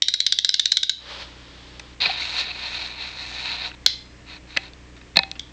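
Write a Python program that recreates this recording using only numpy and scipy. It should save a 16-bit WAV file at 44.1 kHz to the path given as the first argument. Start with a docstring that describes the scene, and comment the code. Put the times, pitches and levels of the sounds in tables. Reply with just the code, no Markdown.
"""An old brass fly reel clicks close to the microphone: its pawl snaps over the ratchet teeth.
Each click is a contact and brief noisy chatter through resonances, with decaying tones after it.
After the hardest snap the pawl buzzes on its spring, and loose parts knock through the frame's resonances.
Fingers rub the frame as a stream of tiny slips; a sleeve swishes as shaped noise.
Behind them an appliance hums in steady sines over the hiss of a small room."""
import sys
import numpy as np
from scipy import signal
from scipy.fft import rfft, irfft, next_fast_len
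from scipy.io import wavfile

SR = 44100
rng = np.random.default_rng(int(sys.argv[2]) if len(sys.argv) > 2 else 0)


def unload_wav(signal):
    """Save mono or channel-first audio to the path in sys.argv[1] as 16-bit WAV at rate SR, clipped to [-1, 1]."""
    wavfile.write(
        sys.argv[1],
        SR,
        np.round(np.clip(np.atleast_2d(signal).T, -1, 1) * 32767).astype(np.int16),
    )


N = 243431
TIME = np.arange(N) / SR

# Pawl dropping into a tooth gap; the chatter is scaled for all clicks together
# columns: start_s, strength_db, ring_pitch_hz, chatter_s [s, dB, Hz, s before scaling]
PAWL_DROPS = [(0.0209, -12, 3720, 0.002), (0.083, -13.5, 3860, .0036), (0.1385, -15.5, 3890, 0.0036),
              (0.2027, -15, 4060, 0.0024), (0.2642, -13.5, 3790, 0.0031), (0.3228, -13.5, 3680, 0.0031),
              (0.387, -14.5, 3600, 0.0026), (0.4464, -13, 3930, 0.003), (.4912, -14.5, 3990, 0.0015),
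              (.541, -14.5, 3990, 0.0025), (0.5952, -13, 3620, 0.003), (.656, -13, 3920, 0.0022),
              (0.7181, -12.5, 4020, 0.0049), (0.7696, -14, 3800, 0.0029), (0.8307, -16.5, 3760, 0.003),
              (0.8944, -13.5, 3980, .0031), (2.3914, -30, 3580, 0.0096), (3.862, -8, 4020, 0.0023),
              (5.3945, -27.5, 3530, 0.0022)]
# Three pushes of the fingers on the frame, one curve each
# columns: time_s, pressure_db, hiss_against_pressure_db [s, dB, dB]
FINGER_PUSHES = [
    [(2.002, -32.5, -30), (2.016, -21.5, -20), (2.172, -33.5, -17.5), (2.214, -29, -13), (2.324, -33, -9.5),
     (2.402, -23.5, -14), (2.452, -35.5, -17), (2.514, -33.5, -20), (2.53, -42, -14)],
    [(2.53, -40.5, -13), (2.666, -31, -15.5), (2.704, -37, -9), (2.75, -32, -13), (2.868, -33.5, -14),
     (2.874, -37, -9), (2.95, -42.5, -16), (3.024, -34, -14), (3.14, -42, -7)],
    [(3.14, -44, -10), (3.194, -36.5, -10.5), (3.282, -38.5, -7), (3.526, -30, -15), (3.578, -35, -16.5),
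     (3.664, -31, -17), (3.692, -39, -8), (3.728, -56, -26), (3.75, -47, -11)],
]

JOLT_ABOVE_DB = -14  # a harder blow than this jolts the whole reel
USUAL_RUB_DB = -33


def from_db(db):
    """Decibels to gain."""
    return 10 ** (np.asarray(db) / 20)


def rms_one(x):
    """Scale to an rms of 1."""
    return x / np.sqrt(np.mean(x ** 2) + 1e-20)


def band(x, low_hz, high_hz, order=3):
    """Causal band-pass."""
    sos = signal.butter(order, [low_hz, high_hz], "band", fs=SR, output="sos")
    return signal.sosfilt(sos, x + 1e-18)


def coloured(x, points):
    """Shape a spectrum with gains at (Hz, dB) points, joined along log frequency."""
    hz, db = np.transpose(points)
    size = next_fast_len(N)
    bins_hz = np.maximum(np.fft.rfftfreq(size, 1 / SR), 1)
    gain_db = np.interp(np.log(bins_hz), np.log(hz), db, left=-90, right=-90)
    return irfft(rfft(x, size) * from_db(gain_db), size)[:N]


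def resonate(x, modes):
    """Damped resonances of (Hz, width Hz, dB) in parallel, with alternating sign."""
    out = 0
    for k, (hz, width_hz, db) in enumerate(modes):
        radius = np.exp(-np.pi * width_hz / SR)
        poles = [1, -2 * radius * np.cos(2 * np.pi * hz / SR), radius * radius]
        gain = (-1) ** k * from_db(db) * (1 - radius * radius) / 2
        out = out + gain * signal.lfilter([1, 0, -1], poles, x)
    return out


def gain_curve(times, db):
    """Gain along a level curve, practically silent outside it."""
    return from_db(np.interp(TIME, times, db, left=-120, right=-120))


def drift(rate_hz):
    """Random wavering below a rate, with a spread of 1."""
    sos = signal.butter(2, rate_hz, fs=SR, output="sos")
    # the first second lets the filter settle
    return rms_one(signal.sosfilt(sos, rng.standard_normal(N + SR))[SR:])


def add(track, start_s, sound):
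    """Mix a sound into the track at a time."""
    at = max(round(start_s * SR), 0)
    track[at:at + len(sound)] += sound[:max(N - at, 0)]


def blows(rows, modes, ringing, ring_width_hz, first_contact, chatter_scale):
    """Each blow is one contact and milliseconds of chatter through resonances; long modes ring on."""
    # Edges between thud, clack, ring and tick; column: edge_hz [Hz]
    registers = [150, 1200, 3000, 5000, 9000]
    out, t = np.zeros(N), TIME[:SR // 2]
    attack = SR // 100
    for start_s, *levels_db, pitch_hz, chatter_s in rows:
        fade = np.exp(-(t[:2 * attack] / (chatter_s * chatter_scale)) ** 2)
        force = rng.standard_normal(2 * attack) * fade
        force[0] += first_contact
        force = np.pad(force, (0, 2 * attack))
        body = resonate(force, [(pitch_hz, ring_width_hz, 0), *modes])
        # the point of contact decides how much each register sounds
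        for db, low_hz, high_hz in zip(levels_db, registers, registers[1:]):
            part = band(body, low_hz, high_hz)
            attack_rms = np.sqrt(np.mean(part[:attack] ** 2))
            add(out, start_s, from_db(db) * part / attack_rms)
        # the weaker of thud and clack decides how strongly the long modes wake
        weight_db = min(levels_db[:2])
        for hz, t60_s, db in ringing:
            tone = np.sin(2 * np.pi * (hz * t + rng.random()))
            add(out, start_s, from_db(weight_db + db - 60 * t / t60_s) * tone)
    return out


def pawl_blows():
    """All clicks share one balance of registers; a snap above the jolt point gains extra thud."""
    # Thud, clack, ring and tick against the click's strength; column: level_db [dB]
    balance_db = [-36.5, -16, -0.5, -12.5]
    jolt_growth = 3.74  # extra dB of thud per dB
    rows = []
    for start_s, strength_db, pitch_hz, chatter_s in PAWL_DROPS:
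        thud, clack, ring, tick = strength_db + np.array(balance_db)
        thud = thud + jolt_growth * max(strength_db - JOLT_ABOVE_DB, 0)
        rows.append((start_s, thud, clack, ring, tick, pitch_hz, chatter_s))
    return rows


def after_ring(detune):
    """Each click leaves two close decaying tones; above the jolt point they grow no louder."""
    level_db, t60_s = -4, 0.085
    out, t = np.zeros(N), TIME[:SR // 4]
    for start_s, strength_db, pitch_hz, _ in PAWL_DROPS:
        pitches_hz = (pitch_hz, pitch_hz * (1 - detune))
        pair = sum(np.sin(2 * np.pi * (hz * t + rng.random())) for hz in pitches_hz)
        envelope_db = min(strength_db, JOLT_ABOVE_DB) + level_db - 60 * t / t60_s
        add(out, start_s, from_db(envelope_db) * pair / 2)
    return out


def pawl_clicking():
    """The pawl strikes the teeth: its spring and the spool resonate, then its pitch sings on."""
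    # Damped resonances of pawl and spring; columns: pitch_hz, width_hz, level_db [Hz, Hz, dB]
    pawl_modes = [(620, 770, -10.5), (960, 97, -15), (1553, 154, 4), (2102, 370, 2.5), (2630, 67, -49),
                  (3930, 1800, -17), (4850, 780, -2.5), (6100, 2010, -1.5), (7640, 720, -10),
                  (8700, 650, -45.5)]
    # Long ringing of the spool; columns: pitch_hz, t60_s, level_db [Hz, s, dB]
    spool_modes = [(2073, 0.56, -18), (3480, 0.25, -25.5), (4000, .25, -15), (4300, .16, -12),
                   (5030, 0.82, -21)]
    clicks = blows(pawl_blows(), pawl_modes, spool_modes, ring_width_hz=300,
                   first_contact=2.3, chatter_scale=1.48)
    return clicks + after_ring(detune=0.051)


def rattle(jitter, bounce_s):
    """Quick, slightly uneven bounces, each a tiny noisy scrape, sound the pawl's spring."""
    # Resonances of the buzzing spring; columns: pitch_hz, width_hz, level_db [Hz, Hz, dB]
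    spring_modes = [(1950, 78, -6), (3800, 180, 1), (4260, 370, -3.5), (5320, 200, -3.5)]
    start_s, level_db = 3.878, -34.5
    bounces_per_s, hold_s, t60_s = 150, 0.033, 0.19
    t, force, out = TIME[:SR // 2], np.zeros(SR // 2), np.zeros(N)
    gaps_s = (1 + jitter * rng.uniform(-1, 1, size=60)) / bounces_per_s
    hits = (np.cumsum(gaps_s) - gaps_s[0]) * SR
    force[np.minimum(hits, len(t) - 1).clip(0).astype(int)] = 1
    # each hit decays over the bounce time
    force = signal.lfilter([1], [1, -np.exp(-1 / (bounce_s * SR))], force)
    buzz = rms_one(resonate(force * rng.standard_normal(len(t)), spring_modes))
    fade_db = -60 * np.maximum(t - hold_s, 0) / t60_s
    add(out, start_s, from_db(level_db + fade_db) * buzz)
    return out


def knock_blows():
    """Heft feeds the clack and hardness the tick; light parts lose thud, hard knocks gain it."""
    # Knocks of loose parts, plus two faint single pawl clicks (1.7953 s, 4.7335 s) sounded the same way; the
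    # chatter is scaled for all rows together # columns: start_s, strength_db, heft_db, hardness_db, pitch_hz,
    # chatter_s # [s, dB, dB, dB, Hz, s before scaling]
    knock_rows = [(1.7953, -36, 2, 18, 3700, 0.0061), (2.0035, -27, -23, -1, 4200, .006),
                  (2.0187, -19, -17, -15, 4100, 0.0003), (2.0565, -20.5, -0.5, -12, 4230, 0.015),
                  (3.7145, -51, 17.5, -6, 1960, .0023), (4.564, -22.5, 4, -14.5, 4050, 0.015),
                  (4.5711, -20.5, 7, 10.5, 1550, 0.0028), (4.7335, -45.5, -15, 6, 3630, 0.0018),
                  (4.9645, -49.5, 6, 13, 3620, 0.017), (5.013, -49.5, 7, -9, 3830, 0.0048),
                  (5.1573, -22.5, -1, -18, 3900, 0.008), (5.1687, -7.5, -3, 6, 4240, 0.003),
                  (5.1897, -13, -0.5, -12, 4000, 0.0029), (5.2324, -26, -1, -22, 4030, 0.0037),
                  (5.314, -28, -8, 13.5, 4250, 0.00076), (5.353, -45.5, 4, -10, 700, 0.018)]
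    # Thud, clack, ring and tick of a plain knock against its strength; column: level_db [dB]
    balance_db = [-13, -5, -0.5, -23.5]
    light_thud_share = 0.64  # dB of thud lost per dB of missing heft
    jolt_growth = 0.31  # extra dB of thud per dB
    rows = []
    for start_s, strength_db, heft_db, hardness_db, pitch_hz, chatter_s in knock_rows:
        thud, clack, ring, tick = strength_db + np.array(balance_db)
        thud = thud + light_thud_share * min(heft_db, 0)
        thud = thud + jolt_growth * max(strength_db - JOLT_ABOVE_DB, 0)
        rows.append((start_s, thud, clack + heft_db, ring, tick + hardness_db, pitch_hz, chatter_s))
    return rows


def loose_knocking():
    """Loose parts strike the frame, which rings through its own resonances."""
    # Damped resonances of the frame in the palm
    # columns: pitch_hz, width_hz, level_db [Hz, Hz, dB]
    frame_modes = [(169.5, 48, -2), (552, 63, -5.5), (666, 54, -4), (940, 126, -3.5), (1440, 360, -7.5),
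                   (1768, 64, -0.5), (2040, 180, -3.5), (2590, 210, -3), (3410, 400, -13.5),
                   (4100, 270, -24.5), (5250, 2500, -18.5), (5850, 530, -14.5)]
    # Long ringing of the frame; columns: pitch_hz, t60_s, level_db [Hz, s, dB]
    frame_ring = [(777.3, 0.27, -7.5), (855, 0.5, -15.5), (2544, 0.15, -1.5), (3360, 0.26, -15)]
    return blows(knock_blows(), frame_modes, frame_ring, ring_width_hz=225,
                 first_contact=1.0, chatter_scale=0.83)


def finger_pressure():
    """Finger pressure in dB over the usual: long pushes, and brushes that swell, hold and fade."""
    # Light brushes of a fingertip; columns: start_s, length_s, pressure_db [s, s, dB]
    light_brushes = [(4.252, 0.11, -44.5), (4.463, 0.21, -47.5)]
    attack_s, release_s = 0.052, 0.028
    times, push_db, _ = np.concatenate(FINGER_PUSHES).T
    gain = gain_curve(times, push_db)
    for start_s, length_s, db in light_brushes:
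        swell = (TIME - start_s) / attack_s
        fade = 1 - (TIME - start_s - length_s) / release_s
        gain = gain + from_db(db) * np.clip(np.minimum(swell, fade), 0, 1)
    return 20 * np.log10(gain) - USUAL_RUB_DB


def rubbing(grains_per_s, spread_db, smooth_share, grip_db, damping_db):
    """Skin sticks and slips: dense tiny slips under a wavering grip sound the frame's resonances."""
    # Colour of the rubbing; columns: frequency_hz, level_db [Hz, dB]
    rub_spectrum = [(350, -18.5), (700, -17.5), (1200, -16), (1500, -10), (1650, -13.5), (2200, -7),
                    (2540, -2.5), (3000, -18.5), (3450, -16), (3800, -6.5), (4250, -8), (4900, -23.5),
                    (6500, -26), (9000, -43.5), (10000, -36)]
    # Narrow resonances that stand out; columns: pitch_hz, width_hz, level_db [Hz, Hz, dB]
    rub_modes = [(737, 59, 4.5), (937, 100, 5.5), (1785, 20, 6.5), (2660, 52, -11)]
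    # Body, ring and hiss of the rubbing
    # columns: offset_db, growth [dB at the usual pressure, dB per dB of pressure]
    response = [(-3.5, 0.74), (1, 1), (-3, 1)]
    sizes = from_db(spread_db * np.minimum(rng.exponential(1, N), 5)) * rng.choice([-1, 1], N)
    slips = rms_one(sizes * (rng.random(N) < grains_per_s / SR))
    slips = slips + smooth_share * rng.standard_normal(N)
    frame = coloured(slips, rub_spectrum)
    # the sliding fingers damp and free each resonance on its own
    frame = frame + sum(resonate(frame, [mode]) * from_db(damping_db * drift(9)) for mode in rub_modes)

    times, _, hiss_db = np.concatenate(FINGER_PUSHES).T
    pressure_db, grip = finger_pressure(), drift(77)
    body, ring, hiss = (USUAL_RUB_DB + db + growth * pressure_db for db, growth in response)
    levels_db = body, ring, hiss + np.interp(TIME, times, hiss_db)
    bands_hz = [(350, 3000), (3000, 5000), (5000, 9500)]
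    out = 0
    for db, (low_hz, high_hz) in zip(levels_db, bands_hz):
        # a shared fast waver and a slower one for each band
        waver = from_db(grip_db * (grip + drift(35)))
        out = out + from_db(db) * rms_one(band(frame, low_hz, high_hz, order=4) * waver)
    return out


def squeaks(waver):
    """Now and then the slips lock into a brief tone of slightly unsteady pitch."""
    # Short squeaks of skin on brass; columns: centre_s, pitch_hz, peak_db, half_length_s [s, Hz, dB, s]
    squeak_table = [(2.058, 2520, -14, 0.0047), (2.1, 755, -21, 0.0052), (2.111, 2520, -22.5, 0.0057),
                    (2.223, 2250, -22.5, 0.0033), (2.512, 2620, -30, 0.0067)]
    out, unsteady = 0, 1 + waver * drift(258)
    for centre_s, hz, db, half_length_s in squeak_table:
        swell = np.exp(-np.minimum(((TIME - centre_s) / half_length_s) ** 2, 20))
        out = out + from_db(db) * swell * np.sin(2 * np.pi * hz * np.cumsum(unsteady) / SR)
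    return out


def sleeve():
    """Cloth sliding as the arm draws back: a soft, wide hiss."""
    # Level of the swish; columns: time_s, level_db [s, dB]
    swish_curve = [(.98, -54.5), (1.05, -44), (1.12, -35), (1.18, -38.5), (1.22, -34.5), (1.26, -44.5),
                   (1.35, -49), (1.7, -48), (1.95, -52)]
    # Colour of the cloth; columns: frequency_hz, level_db [Hz, dB]
    cloth_spectrum = [(150, -38), (250, -21.5), (598, -3), (710, -15.5), (796, -6), (2110, -7.5),
                      (2610, -7), (3520, -3), (4830, -8), (7630, -30), (9920, -42), (16800, -120)]
    cloth = rms_one(coloured(rng.standard_normal(N), cloth_spectrum))
    return gain_curve(*np.transpose(swish_curve)) * cloth


def room(x, tail_db, echoes, build_up_s, wall_low_hz, wall_top_hz):
    """Any distinct echoes from nearby surfaces, with a short diffuse tail, in a limited band."""
    t60_s = 0.38
    t = TIME[:SR // 2]
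    tail = rng.standard_normal(len(t)) * from_db(-60 * t / t60_s)
    tail = tail * (1 - np.exp(-(t / build_up_s) ** 2))
    response = from_db(tail_db) * tail / np.linalg.norm(tail)
    for delay_s, db in echoes:
        add(response, delay_s, from_db([db]))
    return band(signal.fftconvolve(x, response)[:N], wall_low_hz, wall_top_hz, order=1)


def background(hum_db, hiss_db):
    """Appliance hum as steady sines over room hiss, both quieter while the ratchet runs."""
    # Hum lines before the hum trim and background curve; columns: pitch_hz, rms_db [Hz, dB]
    hum_lines = [(30.4, -57.5), (61, -45), (91.5, -79), (122, -52), (183.3, -56), (274.5, -59.5),
                 (305.3, -55.5), (366.3, -65.5)]
    # Colour of the hiss before the low cut; columns: frequency_hz, level_db [Hz, dB]
    hiss_spectrum = [(15, -51), (25, -10.5), (65, -5.5), (130, -16), (151, -17.5), (174, -18.5),
                     (301, -18.5), (562, -24.5), (785, -29), (951, -27.5), (1530, -30.5), (1770, -26),
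                     (7630, -39.5), (9920, -63), (16800, -120)]
    # Level of hum and hiss together; columns: time_s, gain_db [s, dB]
    level_curve = [(0, -14), (.93, -14.5), (1.05, -8), (1.2, -3), (5.5, -3)]
    hum = 0
    for hz, db in hum_lines:
        tone = np.sin(2 * np.pi * (hz * TIME + rng.random()))
        hum = hum + np.sqrt(2) * from_db(db + hum_db) * tone
    hiss = coloured(rng.standard_normal(N), hiss_spectrum)
    hiss = signal.sosfilt(signal.butter(1, 150, "high", fs=SR, output="sos"), hiss)
    # the hiss level is set by its 400-10000 Hz band
    hiss = from_db(hiss_db) * hiss / np.std(band(hiss, 400, 10000))
    return (hum + hiss) * from_db(np.interp(TIME, *np.transpose(level_curve)))


def scene():
    """The reel in its room; the pawl radiates freely, knocks in the palm stay drier."""
    # Nearby surfaces; columns: delay_s, level_db [s, dB before the wall band-pass]
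    surfaces = [(.0098, -13), (.0125, -22), (.0205, -22)]
    pawl = pawl_clicking()
    knocks = loose_knocking()
    rub = rubbing(grains_per_s=1500, spread_db=0.96, smooth_share=0.76, grip_db=0.5, damping_db=1.0)
    rub = rub + squeaks(waver=0.034)
    pawl = pawl + room(pawl, tail_db=-10.5, echoes=surfaces, build_up_s=0.014,
                       wall_low_hz=2270, wall_top_hz=4800)
    knocks = knocks + room(knocks, tail_db=-21, echoes=[], build_up_s=0.0023,
                           wall_low_hz=300, wall_top_hz=3500)
    buzz = rattle(jitter=0.17, bounce_s=0.0018)
    mix = pawl + buzz + knocks + rub + sleeve() + background(hum_db=-1.5, hiss_db=-49)
    return mix[None]


def record(dry):
    """The microphone rounds peaks and dulls the top; the input clips at full scale, then a low-pass."""
    headroom, mic_top_hz, cutoff_hz = 2, 8840, 18000
    rounded = headroom * np.tanh(dry / headroom)
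    heard = signal.sosfilt(signal.butter(8, mic_top_hz, fs=SR, output="sos"), rounded)
    clipped = np.clip(heard, -1, 1)
    return signal.sosfilt(signal.butter(12, cutoff_hz, fs=SR, output="sos"), clipped)


dry = scene()
out = record(dry)
unload_wav(out)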